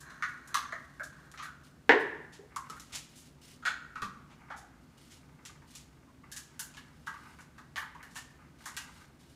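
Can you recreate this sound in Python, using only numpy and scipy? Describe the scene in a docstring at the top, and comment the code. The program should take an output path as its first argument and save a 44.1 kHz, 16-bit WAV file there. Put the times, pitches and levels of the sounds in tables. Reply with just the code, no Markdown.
"""Small plastic stacking cups knock and chatter as a cockatoo plays with them on a glass hob in a quiet kitchen.
Each knock rings a hollow note and wall modes (damped sines) under a filtered crack; one cup falls on a wooden floor.
Beak and claws click in bursts of short pulses, dull thuds ring low modes, and random slips make rubs and rustles.
Contacts pass through a synthetic room of echoes and decaying noise; a low murmur and faint hiss lie beneath."""
import sys
import numpy as np
from scipy import signal
from scipy.fft import rfft, irfft
from scipy.io import wavfile

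SR = 44100
rng = np.random.default_rng(int(sys.argv[2]) if len(sys.argv) > 2 else 0)


def wav_out(sig):
    """Save sig, one row per channel (or a flat mono array), as 16-bit PCM at SR to the path in sys.argv[1]."""
    wavfile.write(sys.argv[1], SR, np.round(np.clip(np.atleast_2d(sig).T, -1, 1) * 32767).astype(np.int16))


N = 412335
LENGTH = 32768  # samples in one hit or response
T = np.arange(LENGTH) / SR
HZ = np.fft.rfftfreq(LENGTH, 1 / SR)
TAP = signal.unit_impulse(LENGTH)  # a single clean contact

# wall modes of the early and later cups: (frequency [Hz], nominal width [Hz], level [dB])
FIRST_PAIR_MODES = [(1010, 810, -14), (1305, 390, -3), (1613, 260, -4), (1880, 220, -6), (2150, 330, -8.5),
                    (3400, 400, -19.5), (4123, 100, -15), (6330, 710, -14.5), (6750, 410, -18.5)]
SECOND_PAIR_MODES = [(910, 70, -8), (1160, 570, -0.5), (1540, 720, 2), (1920, 110, -6.5),
                     (2130, 320, -10.5), (2780, 520, -13.5)]
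# falling cup's floor contacts:
# (time [s], relative force [dB], dullness [dB/octave], extra direct sound [dB])
FALL_CONTACTS = [(1.8934, 4.5, 2, 4), (1.897, 5.5, 3, -1.5), (1.905, -12, 0, 6), (1.9215, 0, 4.5, 4.5),
                 (1.937, -4.5, 17, 2.5)]

# a contact of this length has the plain spectrum; longer knocks are duller, longer clicks more diffuse
CONTACT_S, DULL_DB_PER_DOUBLING, DIFFUSE_DB_PER_DOUBLING = 0.0051, 4, 2.1


def gain_of(db):
    """Decibels to amplitude."""
    return 10 ** (np.asarray(db) / 20)


def evened(x):
    """Scales to rms 1."""
    return x / np.sqrt(np.mean(x ** 2) + 1e-20)


def at_level(x, db):
    """Sets the rms of a hit's first 50 ms."""
    return gain_of(db) * x / np.sqrt(np.mean(x[:SR // 20] ** 2) + 1e-20)


def read(points, hz):
    """Interpolates linearly on a log-frequency axis."""
    f, value = np.transpose(points)
    return np.interp(np.log(hz + 1), np.log(f + 1), value)


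def add(mix, start_s, sound):
    """Mixes a sound in at start_s."""
    part = mix[round(start_s * SR):][:len(sound)]
    part += sound[:len(part)]


def through(x, response):
    """Convolves and keeps the length."""
    return signal.fftconvolve(x, response)[:len(x)]


def shaped(x, spectrum):
    """Filters a whole sound by this spectrum, at rms 1."""
    gain = gain_of(read(spectrum, np.fft.rfftfreq(N, 1 / SR)))
    return evened(irfft(rfft(x) * gain, N))


def snap(spectrum, tilt_db=0):
    """Minimum-phase pulse with this spectrum, tilted in dB/octave above 550 Hz."""
    octaves = np.log2(np.maximum(HZ / 550, 1))
    log_gain = np.log(gain_of(read(spectrum, HZ) + tilt_db * octaves))
    # folding the cepstrum makes the pulse causal
    cepstrum = irfft(log_gain)[:LENGTH // 2]
    cepstrum[1:] *= 2
    return irfft(np.exp(rfft(cepstrum, LENGTH)))


def ring(modes):
    """Damped sines that swell briefly as the blow spreads, their relative energies set in dB."""
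    total = np.zeros(LENGTH)
    for hz, width_hz, db in modes:
        envelope = T * np.exp(-np.pi * width_hz * T)
        sine = np.sin(2 * np.pi * (hz * T + rng.random()))
        total += gain_of(db) * evened(envelope * sine)
    return evened(total)


def chatter(seconds, per_s, after_db):
    """One firm contact, then a dying run of smaller random slips."""
    happens = rng.random(LENGTH) < per_s / SR
    decay = np.exp(-(T / max(seconds, 1e-4) / 2) ** 2)
    force = gain_of(after_db) * rng.standard_normal(LENGTH) * happens * decay
    force[0] = 1
    return force


def kitchen(force, near_db, early_db, late_db, direct_db=0, early_t60_s=0.23, rise_s=0.0062):
    """Contacts arrive direct, off worktop and tiles, as a quick wash, then as the room's decaying tail."""
    # reverberation: (frequency [Hz], t60 [s])
    t60_table = [(150, 0.88), (500, 0.61), (1500, 0.77), (3500, 0.59), (7000, 0.53), (14000, 0.25)]
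    signs = rng.choice([-1., 1.], (2, LENGTH))
    taps, wash = signs * (rng.random((2, LENGTH)) < 5000 / SR)
    hz, t, z = signal.stft(taps, SR, nperseg=256)
    decay = gain_of(-60 * t / read(t60_table, hz)[:, None])
    tail = signal.istft(z * decay, SR, nperseg=256)[1][:LENGTH]

    force = force / np.linalg.norm(force)
    # scattered echoes of separate contacts add by energy
    late_power = (1 - np.exp(-(T / rise_s) ** 2)) ** 2
    late = tail * np.sqrt(abs(through(force ** 2, late_power)))
    early_power = gain_of(-60 * T / early_t60_s) ** 2 * (T > .003)
    early = wash * np.sqrt(abs(through(force ** 2, early_power)))

    reflections = np.zeros(LENGTH)
    at = (rng.uniform(.001, .009, size=6) * SR).astype(int)
    reflections[at] = rng.choice([-1., 1.], size=6)
    near = through(force, reflections)
    parts = [(near_db, near), (early_db - direct_db, early), (late_db - direct_db, late)]
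    return force + sum(gain_of(db) * part / np.linalg.norm(part) for db, part in parts)


def knocks(focus_db_per_octave=12, squeak_db=-8, second_pair_from_s=3.9):
    """Each knock rings the cups' hollow and their walls, under the crack of rim on rim."""
    # (time [s], ring level [dB], hollow note [Hz], hollow share of ring [0-1],
    #  crack level [dB], chatter time [s])
    knock_table = [(.102, -58, 1560, 0.5, -64, .004), (0.2242, -33, 1465, 0.44, -48.5, 0.0081),
                   (.544, -30.5, 1180, 0.7, -36.5, 0.0041), (0.723, -40, 1840, 0.48, -58, 0.0059),
                   (0.997, -40.5, 1630, 0.73, -68, 0.0024), (1.34, -55, 1210, .25, -66.5, 0.0037),
                   (1.376, -63, 1400, 0.2, -49.5, 0.014), (1.393, -45.5, 1216, 1, -68, 0.013),
                   (1.425, -48.5, 1440, 0, -53.5, 0.0089), (1.456, -49, 1438, 0.95, -73.5, .003),
                   (2.562, -39, 1064, 0.8, -80, .001), (2.698, -46.5, 1276, 0.97, -71, 0.0012),
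                   (2.767, -56, 1370, 0.4, -65, .002), (3.625, -49, 1380, 0.8, -62.5, 0.02),
                   (3.653, -30.5, 1457, 0.56, -37.5, 0.012), (3.957, -42.5, 1320, 0.73, -57, 0.0091),
                   (4.02, -37.5, 1142, 0.7, -47.5, 0.0061), (4.503, -45, 1420, 0.33, -59, .012),
                   (5.619, -63.5, 925, 0.37, -78, 0.0037), (6.071, -67.5, 1040, 0.9, -88, 0.0092),
                   (6.32, -56.5, 1700, 0.98, -76, 0.0023), (6.365, -56, 1650, .6, -66, 0.01),
                   (6.594, -50.5, 1560, 0.3, -51, 0.0038), (6.77, -53, 1685, 0.7, -55, .006),
                   (7.071, -40, 1650, 0.13, -56, 0.0032), (7.141, -51, 1270, 0.36, -68, 0.0025),
                   (7.388, -56, 1490, 0.07, -67, 0.0031), (7.581, -55, 1380, 0.23, -63, 0.005),
                   (7.759, -44, 1183, 0.54, -43.5, 0.0095), (7.775, -39.5, 1800, 0.33, -64, .007),
                   (7.82, -46.5, 1220, 0.4, -75, 0.0047), (7.949, -53.5, 1035, 0.95, -69, 0.004),
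                   (8.029, -54, 1790, 0.4, -60.5, 0.0019), (8.157, -47, 1810, 0.52, -52, 0.012),
                   (8.659, -46.5, 1204, 0.04, -67, 0.0037), (8.769, -46.5, 1640, 0.53, -46, .005)]
    # rim crack: (frequency [Hz], density [dB/Hz])
    crack_spectrum = [(200, -52), (700, -15), (1200, -5.5), (2400, 0), (3300, 0), (4200, -1), (5100, -4),
                      (6700, -4.5), (8200, -10.5), (11000, -12.5), (15000, -23)]
    # so small a cup radiates little bass, and its soft wall little treble
    body_band = signal.butter(3, [740, 2400], "band", fs=SR, output="sos")
    out = np.zeros(N)
    for start_s, db, hollow_hz, share, crack_db, seconds in knock_table:
        bright_db = -DULL_DB_PER_DOUBLING * np.log2(seconds / CONTACT_S)
        force = chatter(seconds, per_s=900, after_db=-5)
        path = kitchen(force, near_db=-5.5, early_db=6.5, late_db=-3, direct_db=2.5)
        cups = FIRST_PAIR_MODES if start_s < second_pair_from_s else SECOND_PAIR_MODES
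        share = np.clip(share, 0, 1)

        # the grip shifts wall modes a little; a strong hollow note favours those near it
        wall_modes = []
        for hz, width_hz, mode_db in cups:
            if hz < 2500:
                away_db = share * focus_db_per_octave * abs(np.log2(hz / hollow_hz))
                wall_modes.append((hz * rng.uniform(0.98, 1.02), width_hz * 0.89, mode_db - away_db))
        wall = at_level(through(path, ring(wall_modes)), 0)
        hollow = at_level(through(path, ring([(hollow_hz, 190, 0)])), 0)
        body = np.sqrt(share) * hollow + np.sqrt(1 - share) * wall
        body = signal.sosfilt(body_band, body)

        # only the hard edge of the blow reaches the high modes
        squeak = ring([mode for mode in cups if mode[0] >= 2500])
        edge = evened(snap(crack_spectrum, bright_db)) + gain_of(squeak_db) * squeak
        add(out, start_s, at_level(body, db) + at_level(through(path, edge), crack_db))
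    return out


def fall(slap_db=-4, total_db=-17):
    """The cup lands on its rim, slaps flat and rattles, ringing its own modes and the boards'."""
    # cup and board modes: (frequency [Hz], width [Hz], level [dB])
    floor_modes = [(438, 100, -9.5), (458, 120, -2.5), (710, 130, -9), (910, 240, -13), (1080, 310, -1.5),
                   (1200, 320, -3.5), (1555, 180, -2), (1788, 230, 6.5), (1947, 200, -1), (2050, 101, -3.5),
                   (2210, 170, -18), (2660, 400, -14.5), (3650, 600, -21.5)]
    # flat slap: (frequency [Hz], density [dB/Hz])
    slap_spectrum = [(40, -63), (130, -33), (260, -2), (450, 4.5), (750, -4.5), (2000, 3.5), (3500, -8),
                     (5500, -19.5), (8000, -27.5), (11000, -42), (15000, -48.5)]
    out, blows = np.zeros(N), np.zeros(LENGTH)
    first_s = FALL_CONTACTS[0][0]
    for start_s, force_db, dull_db, direct_db in FALL_CONTACTS:
        body = ring(floor_modes) + gain_of(slap_db) * evened(snap(slap_spectrum))
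        contact = snap([(100, 0.0059), (15000, 0.011)], -dull_db)  # near flat before its tilt
        # the cup turns between contacts, so each reaches the room differently
        path = kitchen(TAP, near_db=-11.5, early_db=0.0, late_db=-5.5, direct_db=direct_db)
        blow = through(through(body, contact), path)
        add(blows, max(start_s - first_s, 0), at_level(blow, force_db))
    # high-pass keeps deep bass out of the fall
    blows = signal.sosfilt(signal.butter(2, 110, "high", fs=SR, output="sos"), blows)
    add(out, first_s, at_level(blows, total_db))
    return out


def clicks():
    """Beak and claws slip on a hard surface: tight bursts of bright ticks."""
    # (time [s], level [dB], brightness [dB/octave], scrape time [s])
    click_table = [(.004, -58, 4, 0.0052), (.286, -67, 3, .003), (.475, -59, 5, 0.0025),
                   (0.543, -53, 1, .003), (1.033, -54, 2.5, 0.0044), (1.316, -62, 1, 0.00055),
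                   (1.427, -59, 9, 0.0092), (2.324, -58, -3, 0.013), (2.562, -49, 2, .001),
                   (2.699, -53.5, 0, 0.0012), (2.798, -54, 1, 0.0022), (2.923, -46, -3.5, 0.015),
                   (2.95, -42.5, -1, 0.005), (3.157, -58.5, 4.5, 0.023), (4.3, -61, -10, 0.011),
                   (4.564, -59, 1, 0.013), (5.1, -59.5, -1.5, 0.016), (5.452, -50.5, -2, .007),
                   (5.752, -51.5, .5, 0.0057), (6.317, -49, 3.5, 0.0043), (6.364, -46, 2, 0.0051),
                   (6.594, -42, 8, 0.0041), (6.74, -60, -5.5, 0.0032), (7.066, -58, -3.5, .004),
                   (7.405, -64, 1, 0.0057), (7.775, -53.5, 18, .009), (8.109, -67, 0, 0.0037),
                   (8.148, -60, 2, 0.0043), (8.157, -49, 1.5, 0.0079), (8.657, -48, 2.5, 0.0048),
                   (8.767, -45, 1, 0.0028)]
    # tick: (frequency [Hz], density [dB/Hz])
    click_spectrum = [(200, -46), (550, -20.5), (900, -11.5), (1700, -8), (2400, -3), (3200, -1.5),
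                      (5000, -1.5), (7100, 2), (8500, -4.5), (10500, -5.5), (15000, -21)]
    out = np.zeros(N)
    for start_s, db, bright_db, seconds in click_table:
        direct_db = 0.2 - DIFFUSE_DB_PER_DOUBLING * np.log2(seconds / CONTACT_S)
        force = chatter(seconds, per_s=1300, after_db=-4.0)
        path = kitchen(force, near_db=0.5, early_db=6.5, late_db=-3, direct_db=direct_db)
        add(out, start_s, at_level(through(path, snap(click_spectrum, bright_db)), db))
    return out


def thuds():
    """Dull bumps on worktop and floor: two low, well damped modes each."""
    # (time [s], level [dB], pitch [Hz])
    thud_table = [(0.726, -51, 647), (1.0, -53.5, 620), (2.391, -54, 414), (2.432, -60.5, 450),
                  (2.698, -58, 253), (2.93, -61, 148), (3.959, -59, 153), (4.022, -47.5, 212),
                  (4.503, -47, 780), (8.156, -61.5, 171)]
    out = np.zeros(N)
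    for start_s, db, hz in thud_table:
        wood = ring([(hz, 150, 0), (hz * 1.66, 240, -7)])
        path = kitchen(TAP, near_db=5.5, early_db=7.0, late_db=2.0)
        add(out, start_s, at_level(through(wood, path), db))
    return out


def friction(body, per_s, spread_db):
    """Many tiny slips of uneven size excite a body in the room, at rms 1."""
    size = gain_of(spread_db * np.minimum(rng.exponential(1, N), 4))
    slips = size * rng.standard_normal(N) * (rng.random(N) < per_s / SR)
    path = kitchen(TAP, near_db=3.5, early_db=-0.5, late_db=-0.5)
    return evened(through(through(slips, body), path))


def effort(moves, idle_db, attack_s=0.0093, release_s=0.046):
    """Movement strength: attack, hold and release of each move, power-summed over faint fidgeting."""
    t = np.arange(N) / SR
    power = np.full(N, gain_of(idle_db) ** 2)
    for start_s, hold_s, db in moves:
        attack = np.clip((t - start_s) / attack_s, 0, 1)
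        release = np.exp(-np.maximum(t - start_s - hold_s, 0) / release_s)
        power += (gain_of(db) * attack * release) ** 2
    return np.sqrt(power)


def rubbing(grip_width_hz=180):
    """Held cups rub with each change of grip; their ring changes once one has fallen."""
    # grip shifts: (time [s], hold [s], level [dB])
    grip_table = [(0, 0.09, -53), (.1, 0.1, -54), (.25, 0.38, -62), (.48, 0.24, -52), (.8, 0.74, -65.5),
                  (1.12, 0.019, -55.5), (1.22, 0.08, -63), (1.5, 0.14, -79), (2.5, 0.28, -61.5),
                  (3.7, 0.72, -69.5), (4.39, 0.12, -60), (5.38, 0.19, -68), (6.23, 0.21, -67),
                  (6.48, 0.43, -64), (7.15, 0.17, -57), (7.8, 0.31, -61), (8.38, 0.085, -62),
                  (8.6, 0.44, -59)]
    # beak and toes damp the walls, widening every mode
    first, second = (ring([(hz, width_hz + grip_width_hz, db) for hz, width_hz, db in cups])
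                     for cups in (FIRST_PAIR_MODES, SECOND_PAIR_MODES))
    before = friction(first, per_s=1800, spread_db=6.0)
    after = friction(second, per_s=390, spread_db=4.0)
    slips = np.where(np.arange(N) / SR < FALL_CONTACTS[0][0], before, after)
    return effort(grip_table, idle_db=-74) * slips


def rustle():
    """Feathers and feet brush the glass in dense tiny slips with each shuffle."""
    # shuffles: (time [s], hold [s], level [dB])
    shuffle_table = [(.1, 1.17, -72), (1.63, 0.04, -64), (1.99, 0.022, -58.5), (2.65, 0.54, -65.5),
                     (3.14, 0.13, -63.5), (3.41, 0.12, -59), (4.97, 0.2, -64), (5.67, 0.13, -61.5),
                     (6.45, 0.84, -73), (7.05, 0.31, -68.5), (8.06, 0.25, -71), (8.58, 0.45, -63.5),
                     (9.19, 0.13, -67)]
    # brushing: (frequency [Hz], density [dB/Hz])
    feather_spectrum = [(400, -43.5), (1500, 2), (3200, 8.5), (6500, 6), (9500, 2), (15000, -8)]
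    brush = friction(snap(feather_spectrum), per_s=8500, spread_db=7.5)
    return effort(shuffle_table, idle_db=-79) * brush


def room_tone(murmur_db=-59, hiss_db=-66.5):
    """Steady low murmur of the house under a faint hiss: two filtered noises."""
    # noise spectra: (frequency [Hz], density [dB/Hz])
    murmur_spectrum = [(15, -46), (25, -18.5), (36, -16.5), (54, -3), (70, 1), (108, -8.5), (141, 3),
                       (205, -7.5), (252, -1), (313, -10), (345, -11), (380, -15.5), (413, -20.5),
                       (450, -28), (580, -55), (990, -120)]
    hiss_spectrum = [(150, -6.5), (400, 0), (800, -4.5), (1500, -8), (2400, -13.5), (4000, -17),
                     (7000, -19), (10000, -24), (15000, -28)]
    low, high = rng.standard_normal((2, N))
    murmur = gain_of(murmur_db) * shaped(low, murmur_spectrum)
    return murmur + gain_of(hiss_db) * shaped(high, hiss_spectrum)


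def scene():
    """Sums all sources into one channel."""
    return (knocks() + fall() + clicks() + thuds() + rubbing() + rustle() + room_tone())[None]


def record(dry, edge_hz=15600):
    """Linear-phase low-pass: removes the band above edge_hz."""
    lowpass = signal.firwin(511, edge_hz, window=("kaiser", 9), fs=SR)
    return signal.oaconvolve(dry, lowpass[None], "same")


dry = scene()
out = record(dry)
wav_out(out)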